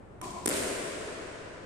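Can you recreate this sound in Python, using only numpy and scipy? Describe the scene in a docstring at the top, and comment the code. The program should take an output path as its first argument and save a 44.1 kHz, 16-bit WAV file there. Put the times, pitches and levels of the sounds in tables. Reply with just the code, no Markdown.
"""A squash ball smacks the front wall of an empty, hard-walled court: a crack of squeezed air, a knock
of rubber and a hollow thud. A quarter second earlier the racket ticks and its strings ping in
damped modes; afterwards comes a soft bump, like the ball dropping on the floor. Discrete
reflections from floor and walls thicken into a long diffuse reverberation over the ventilation."""
import sys
import numpy as np
from scipy import signal
from scipy.fft import rfft, irfft, next_fast_len
from scipy.io import wavfile
from scipy.ndimage import uniform_filter1d

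SR = 44100
rng = np.random.default_rng(int(sys.argv[2]) if len(sys.argv) > 2 else 0)


def wav_record(signal):
    """Record a signal, one row per channel, as 16-bit PCM in the file named by sys.argv[1]."""
    frames = np.transpose(np.atleast_2d(signal))
    bounded = np.clip(frames, -1, 1)
    # unit amplitude maps onto the largest positive 16-bit level
    quanta = np.round(bounded * 32767).astype(np.int16)
    wavfile.write(sys.argv[1], SR, quanta)


N = 72765
T = np.arange(N) / SR
FFT_SIZE = next_fast_len(N + 4096, real=True)
HZ = np.maximum(np.arange(FFT_SIZE // 2 + 1) * SR / FFT_SIZE, 1)
RACKET_S, WALL_S, BOUNCE_S = .214, .459, 1.072


def from_db(db):
    """Amplitude ratio: a factor of ten for every 20 dB."""
    return 10 ** (np.asarray(db) / 20)


def at_hz(points, hz):
    """Interpolation of a table on a logarithmic frequency axis."""
    table_hz, value = np.transpose(points)
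    return np.interp(np.log(hz), np.log(table_hz), value)


def band(x, low_hz, high_hz):
    """Causal band-pass filtering: the narrower the band, the longer an impulse rings."""
    return signal.sosfilt(signal.butter(2, [low_hz, high_hz], "band", fs=SR, output="sos"), x + 1e-18)


def clicks(times_s, level_db):
    """Multipath propagation: one impulse for each arrival."""
    out = np.zeros(N)
    np.add.at(out, np.round(times_s * SR).astype(int), from_db(level_db))
    return out


def smear(x, decay_s):
    """Convolution spreads each impulse into a decaying noise burst of equal energy."""
    burst = rng.standard_normal(1024) * np.exp(-T[:1024] / decay_s)
    return signal.fftconvolve(x, burst / np.linalg.norm(burst))[:N]


# Likeness of the two ears' signals: frequency_hz, correlation
EAR_CORRELATION = [(30, 1), (60, 0.55), (200, 0.83), (400, 0.51), (700, 0.019), (15000, 0.037)]
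# Level difference between the ears: frequency_hz, left_minus_right_db
EAR_BALANCE = [(100, 0.5), (380, .5), (680, 5), (1300, 1), (2400, 0), (4400, -1), (9000, 1)]
def diffuse(density_db):
    """Stereo spectrum of a diffuse field: noise from all sides, correlated at long wavelengths."""
    mid, side = rfft(rng.standard_normal((2, FFT_SIZE)))
    correlation = at_hz(EAR_CORRELATION, HZ)
    ear_sign = np.array([[1], [-1]])
    gain = from_db(density_db + ear_sign * at_hz(EAR_BALANCE, HZ) / 2) * np.sqrt(SR) / 2
    return gain * (np.sqrt(1 + correlation) * mid + ear_sign * np.sqrt(1 - correlation) * side)


# Noise spectrum of the air conditioning: frequency_hz, density_db_per_hz
VENTILATION_SPECTRUM = [(15, -82), (25, -83), (40, -76.5), (70, -73.5), (115, -73.5), (170, -79.5),
                        (400, -79), (700, -85), (1400, -92), (2500, -102), (4000, -113), (6000, -117),
                        (8500, -112), (11000, -126), (15000, -130)]
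def ventilation():
    """Stationary noise: the low rush of the air conditioning fills the court as a diffuse field."""
    return irfft(diffuse(at_hz(VENTILATION_SPECTRUM, HZ)))[:, :N]


# Reverberation time of the court: frequency_hz, t60_s
COURT_DECAY = [(100, 2.9), (280, 2.66), (500, 4), (1400, 5.66), (2400, 4.13), (4000, 3.22), (6000, 3.07),
               (8500, 1.91), (11000, 1.42), (15000, 0.75)]
# Base time for the echoes to thicken: frequency_hz, build_s
ECHO_BUILD = [(300, 0.017), (1500, 0.034), (8000, 0.061)]
# Extra level of the young reverberation: frequency_hz, boost_db
EARLY_BOOST = [(300, -1), (1500, 0.5), (8000, 4.5)]
def reverberation(start_s, spectrum, build_scale, boost_fade_s=.14, grain_db=5, grain_fade_s=.18):
    """Reverberant decay: echoes thicken, grainy at first, and each band dies away exponentially."""
    field = diffuse(at_hz(spectrum, HZ))
    age = np.maximum(T - start_s, 0)
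    lumps = uniform_filter1d(rng.standard_normal((2, N)), size=36) * 6   # unit variance
    spread_db = grain_db * np.exp(-age / grain_fade_s)
    excess_db = spread_db ** 2 * np.log(10) / 20   # offsets the power that the grain adds
    grain = from_db(spread_db * np.clip(lumps, -2, 2) - excess_db)
    centres_hz = np.geomspace(80, 15000, 16)
    out = 0
    for hz, selector in zip(centres_hz, np.eye(len(centres_hz))):
        noise = irfft(field * np.interp(np.log(HZ), np.log(centres_hz), selector))[:, :N]
        build = 1 - np.exp(-(age / (build_scale * at_hz(ECHO_BUILD, hz))) ** 2)
        boost_db = at_hz(EARLY_BOOST, hz) * np.exp(-age / boost_fade_s)
        decay_db = 60 * age / at_hz(COURT_DECAY, hz)
        out += noise * build * from_db(boost_db - decay_db) * (grain if hz > 2000 else 1)
    return out


# Reverberant spectrum of the bump: frequency_hz, density_db_per_hz
BOUNCE_SPECTRUM = [(100, -89), (250, -75), (400, -72), (600, -74.5), (900, -91), (3000, -120)]
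def bounce():
    """A dull impact, heard mostly through the reverberant field."""
    push = smear(clicks(np.array([BOUNCE_S]), level_db=10), decay_s=.017)
    return band(push, 380, 560) + reverberation(BOUNCE_S, BOUNCE_SPECTRUM, build_scale=.5)


# The racket hit and its early reflections: arrival_s, left_db, right_db
RACKET_ARRIVALS = [(0.2142, -11, 2), (0.2164, -5, -6), (0.2267, -10, -18), (0.2325, -16, -12),
                   (0.2382, -12, -7), (0.2435, -6, -5.5), (.2550, -14, -11)]
# Modes of strings and ball: pitch_hz, half_width_hz, direct_db, room_db_per_hz, room_t60_s
STRING_BALL_MODES = [(367, 22, -39, -63.5, 2), (1049, 55, -37.5, -61.5, 1.18), (1002, 32, -55, -63.5, 3.5),
                     (1165, 73, -42, -71, 0.75), (695, 90, -41, -70.5, 2.9), (2320, 240, -60, -80, 0.97)]
# The ring in the room sinks and swells again: time_s, gain_db
ROOM_RING_SWELL = [(.22, 10.5), (.25, 1.5), (.29, -1.5), (.33, -3.5), (.365, 5), (.41, 1), (.46, -2)]
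# Reverberant spectrum of the racket hit: frequency_hz, density_db_per_hz
RACKET_SPECTRUM = [(80, -80), (220, -68.5), (500, -77.5), (850, -75), (1150, -85.5), (1450, -86.5),
                   (2500, -88.5), (4000, -89), (6000, -88.5), (8500, -85.5), (10500, -97.5), (14000, -102),
                   (15500, -120)]
def racket(string_t60_s=.028):
    """Impulse excitation: the ball ticks on the strings, whose damped modes set the court ringing."""
    arrival_s, *ears_db = np.transpose(RACKET_ARRIVALS)
    arrivals = np.array([clicks(arrival_s, db) for db in ears_db])
    contact = np.array([smear(ear, decay_s=.0016) for ear in arrivals])
    tick = from_db(-9) * band(contact, 5300, 9500)
    tick_body = from_db(-15) * band(contact, 2200, 5500)
    out = tick + tick_body
    age = np.maximum(T - RACKET_S, 0)
    swell_db = np.interp(T, *np.transpose(ROOM_RING_SWELL))
    radius = from_db(-60 / (string_t60_s * SR))   # decay per sample of a two-pole resonator
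    for pitch_hz, half_width_hz, direct_db, room_db, room_t60_s in STRING_BALL_MODES:
        angle = 2 * np.pi * pitch_hz / SR
        poles = [1, -2 * radius * np.cos(angle), radius ** 2]
        ping = signal.lfilter([0, np.sin(angle)], poles, arrivals + 1e-18)
        resonance_db = room_db - 20 * np.log10(1 + ((HZ - pitch_hz) / half_width_hz) ** 2)
        room_ring = irfft(diffuse(resonance_db))[:, :N]
        build = 1 - np.exp(-age / at_hz(ECHO_BUILD, pitch_hz))
        out += from_db(direct_db) * ping + room_ring * build * from_db(swell_db - 60 * age / room_t60_s)
    return out + reverberation(RACKET_S, RACKET_SPECTRUM, build_scale=.4)


def air_rush(impulses, rise_s=.0007, fall_s=.0008):
    """Flow noise: air squeezed from under the ball hisses around each impulse, with equal energy."""
    t = np.arange(-256, 257) / SR
    swell = np.exp(-2 * np.abs(t) / np.where(t < 0, rise_s, fall_s))
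    power = signal.fftconvolve(impulses ** 2, swell / swell.sum(), "same")
    return np.sqrt(np.abs(power)) * rng.standard_normal(N)


# The wall hit and its early reflections, with gains for each part of the smack:
# arrival_s, left_lag_ms, crack_left_db, crack_right_db, knock_db, thud_db
WALL_ARRIVALS = [(.4590, .38, -11, -1, -1, 3.5), (0.4617, .45, -1, -7, 1, -1),
                 (0.4749, 0, -8, -29, 2.5, -9), (0.4795, -.4, -4, -2.5, 2, 1.5),
                 (0.4882, 0, -6, -22, -17, -20), (0.491, 0, -1, -20, -10, -7),
                 (.4931, 0, -30, -18, -16, -8), (0.4969, 0, -29, -4, -7, -10),
                 (0.5053, 0, -11, -18, -3, -2.5), (0.5125, 0, -20, -21, 0.5, -1),
                 (.5157, 0, -24, -16, -4, -9), (0.52, 0, -41, -39, 0, -9),
                 (0.5215, -0.08, -27, -27, -8, -19)]
# Reverberant spectrum of the wall hit: frequency_hz, density_db_per_hz
WALL_SPECTRUM = [(50, -76), (120, -71), (200, -63.5), (290, -58.5), (400, -56), (520, -59.5), (660, -61),
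                 (800, -74.5), (1000, -68.5), (1200, -71.5), (1450, -68), (2200, -70.5), (4000, -76),
                 (6000, -76.5), (7300, -72), (8800, -68), (10200, -74), (12000, -79.5), (14000, -79.5),
                 (15500, -105)]
def wall_smack(scatter_db_per_s=214):
    """Impact radiation: the flattening ball sends a crack of air, a knock and a thud along each path."""
    arrival_s, left_lag_ms, left_db, right_db, knock_db, thud_db = np.transpose(WALL_ARRIVALS)
    # Scattering makes each later echo more a hiss and less a click.
    hiss_ratio = from_db(-7 + scatter_db_per_s * np.clip(T - WALL_S, 0, .1))
    ears = []
    for times_s, crack_db in ((arrival_s + left_lag_ms / 1000, left_db), (arrival_s, right_db)):
        impulses = clicks(times_s, crack_db) / np.hypot(1, hiss_ratio)
        air = impulses + air_rush(hiss_ratio * impulses)
        rubber = smear(clicks(times_s, knock_db), decay_s=.00052)
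        crack = from_db(6.3) * band(air, 7580, 10100) + from_db(-.81) * band(air, 5530, 15000)
        knock = from_db(-.81) * band(rubber, 1100, 2930)
        thud = from_db(10.3) * band(clicks(times_s, thud_db), 187, 500)
        ears.append(-(crack + knock + thud))
    return np.array(ears) + reverberation(WALL_S + .004, WALL_SPECTRUM, build_scale=1)


def scene():
    """Superposition: the pressures of the three impacts and the ventilation add at each ear."""
    return racket() + wall_smack() + bounce() + ventilation()


def record(dry, treble_edge_hz=13600, cutoff_hz=16300):
    """Band limiting: the microphone loses the highest treble, and the top is cut steeply."""
    dull = signal.sosfilt(signal.butter(6, treble_edge_hz, fs=SR, output="sos"), dry)
    return signal.sosfilt(signal.ellip(10, .1, 80, cutoff_hz, fs=SR, output="sos"), dull)


dry = scene()
out = record(dry)
wav_record(out)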